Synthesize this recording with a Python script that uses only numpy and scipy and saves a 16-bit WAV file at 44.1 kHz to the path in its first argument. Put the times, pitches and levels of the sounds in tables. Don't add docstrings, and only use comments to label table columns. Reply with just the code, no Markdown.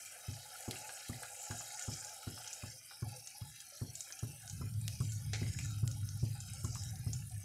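import sys
import numpy as np
from scipy import signal
from scipy.fft import rfft, irfft
from scipy.io import wavfile
from scipy.ndimage import uniform_filter1d

SR = 44100
rng = np.random.default_rng(int(sys.argv[2]) if len(sys.argv) > 2 else 0)


def persist_wave(psi):
    counts = np.round(np.clip(psi, -1, 1) * 32767).astype(np.int16)
    wavfile.write(sys.argv[1], SR, np.atleast_2d(counts).T)


N = 328104
TIME = np.arange(N) / SR
# start_s, peak_db
SLAP_HITS = [(5.3335, -26), (5.3454, -36), (5.3562, -35.5)]


def amp(db):
    return 10 ** (np.asarray(db) / 20)


def unit_rms(x):
    return x / np.sqrt(np.mean(x ** 2) + 1e-20)


def unit_peak(x):
    return x / (abs(x).max() + 1e-20)


def add(mix, start_s, sound):
    part = mix[max(round(start_s * SR), 0):][:len(sound)]
    part += sound[:len(part)]


def eq(x, curve):
    size = 8192
    hz, db = np.transpose(curve)
    bin_hz = abs(np.fft.fftfreq(size, 1 / SR))
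    log_gain = np.log(amp(np.interp(np.log(bin_hz + 1), np.log(hz + 1), db)))
    taps = np.fft.ifft(np.exp(np.conj(signal.hilbert(log_gain)))).real[:size // 2]
    return signal.oaconvolve(x, taps)[:len(x)]


def band(x, lo_hz, hi_hz, order=3):
    return signal.sosfilt(signal.butter(order, [lo_hz, hi_hz], "band", fs=SR, output="sos"), x)


def noise(samples, lo_hz, hi_hz, order):
    return unit_rms(band(rng.standard_normal(samples), lo_hz, hi_hz, order))


def ring(t, hz, t60):
    return np.sin(2 * np.pi * hz * t) * np.exp(-np.log(1000) * t / t60)


def attack(t, rise_s):
    return 1 - np.exp(-t / rise_s)


def swell(middle_s, length_s):
    return np.cos(np.pi * np.clip((TIME - middle_s) / length_s, -.5, .5)) ** 2


def drift(rate_hz):
    rolloff = 1 + (np.fft.rfftfreq(N, 1 / SR) / rate_hz) ** 2
    return unit_rms(irfft(rfft(rng.standard_normal(N)) / rolloff, N))


def reverb(x, t60):
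    t = np.arange(SR * 3 // 4) / SR
    tail = rng.choice([-1., 1.], len(t)) * np.exp(-np.log(1000) * t / t60) * attack(t, 0.037 * t60)
    return signal.oaconvolve(x, tail / np.linalg.norm(tail))[:N]


def room_tone():
    # freq_hz, gain_db
    room_eq = [(20, -36), (60, 6.5), (105, 13), (170, 1), (350, -0.5), (600, -41), (1500, -58)]
    return amp(-77.5) * unit_rms(eq(rng.standard_normal(N), room_eq))


def grinding_stone():
    # time_s, level_db
    effort = [(4.351, -66), (4.56, -43), (4.8, -40.5), (5.03, -44.5), (5.45, -38.5), (6.12, -41.5),
              (6.5, -47.5), (6.9, -41), (7.44, -45.5)]
    # freq_hz, gain_db
    floor_eq = [(20, -80), (45, -16.5), (62, -15), (76, -7), (87, -12.5), (104, 7.5), (118, -5.5),
                (145, -9), (180, -18.5), (260, -35.5), (310, -45), (450, -53), (900, -103)]
    effort_db = np.interp(TIME, *np.transpose(effort), left=-120)
    rumble = unit_rms(eq(rng.standard_normal(N), floor_eq))
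    rumble /= np.sqrt(uniform_filter1d(rumble ** 2, SR // 5) + 0.025)
    grit = amp(-23.5 + 3.5 * (effort_db - effort_db.max())) * noise(N, 275, 288, order=2)
    lumps_db = 1.8 * np.clip(drift(rate_hz=8), -2.5, 1.0)
    return amp(lumps_db + effort_db) * (rumble + grit)


def pounding():
    # start_s, thud_db, knock_db, clack_db
    blows = [(0.284, -33, -47, -70), (0.68, -36, -33, -54), (1.095, -34.5, -36.5, -48.5),
             (1.503, -36.5, -39.5, -50), (1.881, -33, -39, -49), (2.271, -35, -37.5, -53),
             (2.633, -38, -46, -48.5), (3.024, -30.5, -42, -49.5), (3.416, -36, -57, -57),
             (3.816, -31, -37, -56), (4.229, -30.5, -38, -56), (4.611, -32.5, -40.5, -45.5),
             (5.004, -25.5, -42.5, -46.5), (5.417, -29.5, -35, -75), (5.831, -25, -43.5, -56.5),
             (6.23, -24.5, -39, -78), (6.643, -29.5, -40.5, -45), (7.066, -28.5, -43, -58.5)]
    # pitch_hz, level_db, t60_s
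    knock_modes = [(210, -34, 0.02), (234.3, 12, 0.12), (294, 3, 0.042), (329, 16.5, 0.038),
                   (383, -30, 0.034), (483, -10.5, 0.21), (650, -4, 0.046)]
    # freq_hz, gain_db
    house_eq = [(25, -62), (55, -2), (80, -5.5), (105, -3), (145, 2.5), (190, -6.5), (400, -2.5),
                (1500, -39)]
    mix, t = np.zeros(N), np.arange(SR * 3 // 4) / SR
    for start_s, thud_db, knock_db, clack_db in blows:
        floor_hz = 108.4 * (1 + 0.064 * rng.uniform(-1.3, 1))
        give = 1 - np.exp(-(t / 0.0041) ** 2)
        thud = -amp(thud_db) * unit_peak(band(ring(t, floor_hz, 0.074) * give, 61, 480, order=1))
        knock = sum(amp(db) * ring(t, hz * rng.uniform(1, 1.04), t60) for hz, db, t60 in knock_modes)
        contact = rng.standard_normal(len(t)) * np.exp(-t / .008) * attack(t, .0012)
        clack = unit_peak(band(contact, 1000, 1380))
        clatter = noise(len(t), 145, 376, order=2) * np.exp(-t / 0.041) * attack(t, 0.0032)
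        standing_wave = ring(t, 246, 0.2) * attack(t, 0.0091)
        loose_rattle = noise(len(t), 387, 820, order=3) * np.exp(-t / 0.032) * attack(t, 0.0018)
        add(mix, start_s - .003, thud)
        add(mix, start_s, amp(knock_db) * (unit_peak(knock) + amp(-11.5) * clatter))
        add(mix, start_s, amp(clack_db) * clack)
        add(mix, start_s, amp(-3) * eq(reverb(thud, t60=0.38), house_eq))
        add(mix, start_s, amp((thud_db + knock_db) / 2 - 11) * standing_wave)
        add(mix, start_s, amp(thud_db - 38) * loose_rattle)
    return mix


def vigour():
    # time_s, level_db
    boil_curve = [(0.0, -0.5), (0.45, -0.5), (0.72, .5), (1.0, 0.5), (1.75, 0), (2.1, -0.5), (2.6, -.5),
                  (2.82, -4.5), (3.25, -2.5), (3.6, -4), (4.15, -3), (5.3, -4), (6.05, -5.5), (6.7, -3),
                  (7.15, -3.5), (7.44, -5)]
    return np.interp(TIME, *np.transpose(boil_curve))


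def lulls():
    # middle_s, length_s, sizzle_db, gurgle_db
    rides = [(0.082, 0.21, -0.5, -10), (1.043, 0.29, 1, -9.5), (2.863, 0.22, 3, -5), (3.107, 0.31, 0.5, 10),
             (3.566, 0.16, 1, -10), (4.75, 0.33, -5.5, -9), (5.42, 0.21, 1.5, 4), (5.835, 0.1, -1.5, 5),
             (7.296, 0.27, -2, -21)]
    return sum(np.outer(changes, swell(middle_s, length_s)) for middle_s, length_s, *changes in rides)


def bubbles(lo_hz, hi_hz, per_s, spread_db, cycles, wash_db, clump_db):
    # freq_hz, gain_db
    boil_eq = [(300, -48.5), (430, 2), (520, 4.5), (780, 11.5), (1020, 5.5), (1300, -5.5), (1960, -7.5),
               (3100, -5.5), (4000, -7), (7200, -3), (8600, -8), (11200, -11.5), (13500, -20), (15500, -22)]
    swarm, t = np.zeros(N), np.arange(2048) / SR
    pitches = np.geomspace(lo_hz, hi_hz, 20)
    count = int(per_s * N / SR / len(pitches))
    for hz in pitches:
        onsets = rng.integers(0, N, count)
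        gains = amp(spread_db * np.minimum(rng.exponential(1, count), 4.5))
        bursts = np.bincount(onsets, gains * rng.choice([-1, 1], count), N)
        swarm += signal.oaconvolve(bursts, hz * ring(t, hz, cycles / hz))[:N]
    texture = unit_rms(band(swarm, lo_hz, hi_hz)) + amp(wash_db) * noise(N, lo_hz, hi_hz, order=4)
    clumps = amp(clump_db * drift(rate_hz=48))
    return unit_rms(eq(texture, boil_eq) * clumps)


def gurgle(hz, t60):
    t = np.arange(SR // 6) / SR
    wobble = noise(len(t), 15, 80, order=2)
    glide = 1 + rng.uniform(-.5, .8) * t
    tone = ring(t * glide + wobble / (22 * hz), hz, t60)
    return unit_peak(t * tone * (1 + .25 * wobble[::-1]))


def simmer():
    # start_s, peak_db, pitch_hz
    big_gurgles = [(2.91, -57.5, 794), (3.146, -58, 516), (3.349, -56.5, 800), (3.451, -56.5, 860),
                   (3.724, -57, 568), (4.45, -60.5, 685), (5.332, -55.5, 816), (5.888, -61, 548),
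                   (5.964, -61.5, 830), (6.351, -56.5, 820), (6.534, -60, 784), (6.755, -62, 790),
                   (6.93, -55.5, 750), (7.31, -59, 734)]
    # freq_hz, gain_db
    gravy_eq = [(300, -7), (440, -7), (510, 2), (600, -6), (680, -2.5), (750, 1), (790, -2.5), (845, 2.5),
                (930, -10.5), (1500, -14)]
    swarm, big = np.zeros(N), np.zeros(N)
    for when, size, pitch, length in rng.random((460, 4)):
        bubble = gurgle(hz=490 + 380 * pitch ** .7, t60=.045 + .07 * length)
        add(swarm, when * N / SR, amp(17 * size) * bubble)
    swarm = amp(-61.5 + 2.76 * vigour()) * unit_rms(swarm)
    for start_s, db, hz in big_gurgles:
        add(big, start_s - .004, amp(db) * gurgle(hz, t60=.085))
    churn = bubbles(455, 868, per_s=220, spread_db=2, cycles=7.7, wash_db=10.5, clump_db=2.5)
    churn *= amp(-61.5 + 4.9 * vigour())
    _, ride_db = lulls()
    return eq(amp(ride_db) * (swarm + churn), gravy_eq) + big


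def frying_gain(hz, bed_db, follow):
    # middle_s, length_s, level_db, pitch_hz
    flares = [(0.0, 0.31, -55, 7600), (0.9, 0.39, -56.5, 7150), (1.507, 0.59, -50.5, 7400),
              (1.896, 0.76, -50.5, 6400), (2.54, 0.62, -55.5, 5750), (3.666, .35, -63.5, 5200),
              (4.033, 0.53, -62.5, 6230), (5.12, .25, -55, 6300), (5.57, 0.41, -55.5, 6740),
              (6.243, 0.61, -62, 5700), (6.705, 0.62, -56, 5900), (7.44, .12, -58.5, 5400)]
    spread_octaves = 0.31
    power = amp(bed_db + follow * vigour()) ** 2
    for middle_s, length_s, flare_db, flare_hz in flares:
        nearness = np.exp(-(np.log2(hz / flare_hz) / spread_octaves) ** 2)
        power += amp(flare_db) ** 2 * swell(middle_s, length_s) * nearness
    return np.sqrt(power)


def splash_gain():
    rise_s, fall_from_s, fall_s = 0.16, 0.32, 0.079
    t = TIME - SLAP_HITS[0][0]
    return amp(-64.5) * np.clip(t / rise_s, 0, 1) * np.exp(-np.maximum(t - fall_from_s, 0) / fall_s)


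def shimmer(x, depth_db):
    hz, frame_s, spectrum = signal.stft(x, SR, nperseg=1024, noverlap=768)

    def patches(bins, frames):
        field = uniform_filter1d(rng.standard_normal(spectrum.shape), bins, axis=0)
        field = uniform_filter1d(field, frames, axis=1)
        return unit_rms(uniform_filter1d(field, frames // 2, axis=1))

    wander = patches(bins=3, frames=22) + 0.54 * patches(bins=16, frames=14)
    depth = np.interp(frame_s, TIME, depth_db) * np.interp(hz, [0, 7500, 10000], [1, .95, .35])[:, None]
    spectrum *= amp(depth * np.clip(wander, -2.5, 1.7) - depth ** 2 / 11)
    return signal.istft(spectrum, SR, nperseg=1024, noverlap=768)[1][:N]


def sizzle():
    froth = bubbles(1178, 2846, per_s=400, spread_db=3.5, cycles=99, wash_db=3.5, clump_db=2.5)
    froth *= amp(-60 + 1.67 * vigour()) + splash_gain()
    crackle = bubbles(3010, 4900, per_s=950, spread_db=1.5, cycles=4.8, wash_db=-1, clump_db=2.5)
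    crackle *= frying_gain(4200, bed_db=-62.5, follow=0.96) + amp(1) * splash_gain()
    coarse = bubbles(4680, 6350, per_s=730, spread_db=2.5, cycles=26, wash_db=-1, clump_db=2.1)
    coarse *= frying_gain(5030, bed_db=-60, follow=0.62)
    fine = bubbles(6470, 8600, per_s=1100, spread_db=5, cycles=18, wash_db=1.5, clump_db=2)
    fine *= frying_gain(6870, bed_db=-59, follow=4.4)
    fizz = bubbles(8330, 15400, per_s=1900, spread_db=6.5, cycles=15, wash_db=2, clump_db=1.65)
    fizz *= frying_gain(10500, bed_db=-57, follow=0.55)
    ride_db, _ = lulls()
    shimmer_depth_db = np.clip(3 - 1.15 * vigour(), 2.5, 6.5)
    return shimmer(fizz + amp(ride_db) * (froth + crackle + coarse + fine), shimmer_depth_db)


def plops():
    # start_s, peak_db, pitch_hz
    bursts = [(0.73, -43, 2070), (0.7574, -42, 2670), (0.8934, -38.5, 1530), (1.131, -42.5, 1900),
              (1.2327, -37.5, 1500), (1.5121, -37, 1530), (1.6087, -41.5, 1280), (2.3775, -42.5, 1310),
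              (2.4452, -43.5, 3110), (2.912, -45, 1380), (4.0734, -50.5, 1600), (4.1046, -44, 1680),
              (4.8808, -47.5, 1910), (5.4301, -42.5, 2030), (5.465, -44, 2060), (5.5886, -37, 2320),
              (5.612, -44, 2460), (6.7563, -40.5, 1130)]
    mix, t = np.zeros(N), np.arange(1500) / SR
    for start_s, db, hz in bursts:
        tear = unit_peak(noise(len(t), 480, 4000, order=2) * np.exp(-t / .004))
        cavity = ring(t * (1 + 6 * t), hz, t60=0.011)
        add(mix, start_s - .0005, amp(db) * unit_peak(attack(t, .0005) * (cavity + amp(-8) * tear)))
    return mix + amp(-3.5) * reverb(mix, t60=0.098)


def oil_spits():
    # start_s, ping_db, pitch_hz, crack_db
    loud_spits = [(0.7105, -31.5, 4450, -21.5), (1.227, -35.5, 8600, -53), (1.7952, -30, 6840, -44),
                  (1.8237, -30, 6880, -44), (1.937, -33, 5500, -55), (2.0474, -32, 6950, -48),
                  (2.476, -32, 6350, -36), (2.5305, -30.5, 6700, -48), (3.273, -34, 6100, -54),
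                  (3.604, -38, 7200, -40), (3.9538, -29, 6800, -62), (4.0067, -26.5, 6700, -59),
                  (4.124, -31.5, 5800, -60), (4.1915, -34, 6500, -46), (4.4776, -36.5, 6400, -39),
                  (4.4983, -32, 6400, -55), (4.8141, -36.5, 8500, -64), (4.88, -44, 7500, -20.5),
                  (5.0035, -40, 8250, -40), (5.121, -33.5, 6900, -49), (5.537, -39, 7200, -39),
                  (5.5883, -34.5, 7360, -39), (5.877, -36, 7200, -27), (5.914, -34.5, 6240, -54),
                  (6.0895, -33, 5900, -64), (6.404, -32.5, 7060, -64), (6.5353, -33, 8400, -62),
                  (6.647, -32, 6600, -57), (6.749, -35, 7350, -43), (6.836, -34.5, 7200, -39),
                  (7.1324, -28.5, 6520, -50)]
    # nominal_delay_s, level_db
    wall_echoes = [(.0012, -11), (.0017, -12), (.0031, -4.5)]
    faint_per_s = 4
    faint_spits = [(when * N / SR, -47 + 6 * size, 5500 + 3600 * pitch, -59)
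                   for when, size, pitch in rng.random((int(faint_per_s * N / SR), 3))]
    mix, t = np.zeros(N), np.arange(4000) / SR
    pulse_age = t * SR / 1.6
    crack = unit_peak(band((1 - pulse_age) * np.exp(-pulse_age), 2300, 11500, order=2))
    for start_s, ping_db, hz, crack_db in loud_spits + faint_spits:
        ping = unit_peak(ring(t, hz, t60=.0018) * attack(t, .0001))
        pop = amp(ping_db) * ping + amp(crack_db) * crack
        add(mix, start_s, pop)
        for delay_s, echo_db in wall_echoes:
            add(mix, start_s + delay_s * rng.uniform(0.48, 1.3), amp(echo_db) * pop)
        fry = noise(len(t), 1.02 * hz, 1.1 * hz, order=1) * np.exp(-t / 0.0093)
        add(mix, start_s, amp(ping_db - 14) * fry)
    return mix


def aubergine():
    # freq_hz, gain_db
    slap_eq = [(100, -23), (400, -6), (750, -9.5), (1000, -22), (1400, -7), (2100, 4), (2900, -10),
               (4000, -6), (5700, -4), (8000, -9), (11000, -38), (15000, -39)]
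    mix, t = np.zeros(N), np.arange(4000) / SR
    for start_s, db in SLAP_HITS:
        spatter = rng.standard_normal(len(t)) * (np.exp(-t / 0.0089) + np.exp(-t / 0.013))
        spatter[0] += 9
        add(mix, start_s, amp(db) * unit_peak(eq(spatter, slap_eq)))
    return mix


def scene():
    # centre_hz, width_hz, gain_db
    pan_bands = [(1054, 196, -24.5), (1332, 99, 4.5), (1464, 18, 7), (1528, 17, -5.5), (1740, 23, 3.5),
                 (1890, 97, -8), (1992, 13.3, 3.5), (2224, 20, 0), (2700, 18, -1), (3507, 120, -19),
                 (3830, 37, 7), (5212, 102, 3), (7480, 70, -10)]
    hz = np.geomspace(100, 16000, 900)
    ripple_db = sum(db * np.exp(-((hz - centre) / width) ** 2) for centre, width, db in pan_bands)
    pops = oil_spits() + plops() + aubergine()
    wash = eq(sizzle() + amp(-7) * reverb(pops, t60=0.39), np.c_[hz, ripple_db])
    return (room_tone() + grinding_stone() + pounding() + simmer() + wash + pops)[None]


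def record(dry):
    low_cut_hz, high_cut_hz = 30, 15700
    thin = signal.sosfilt(signal.butter(1, low_cut_hz, "high", fs=SR, output="sos"), dry)
    low_pass = signal.firwin(511, high_cut_hz, window=("kaiser", 9), fs=SR)
    return signal.oaconvolve(thin, low_pass[None], "same")


dry = scene()
out = record(dry)
persist_wave(out)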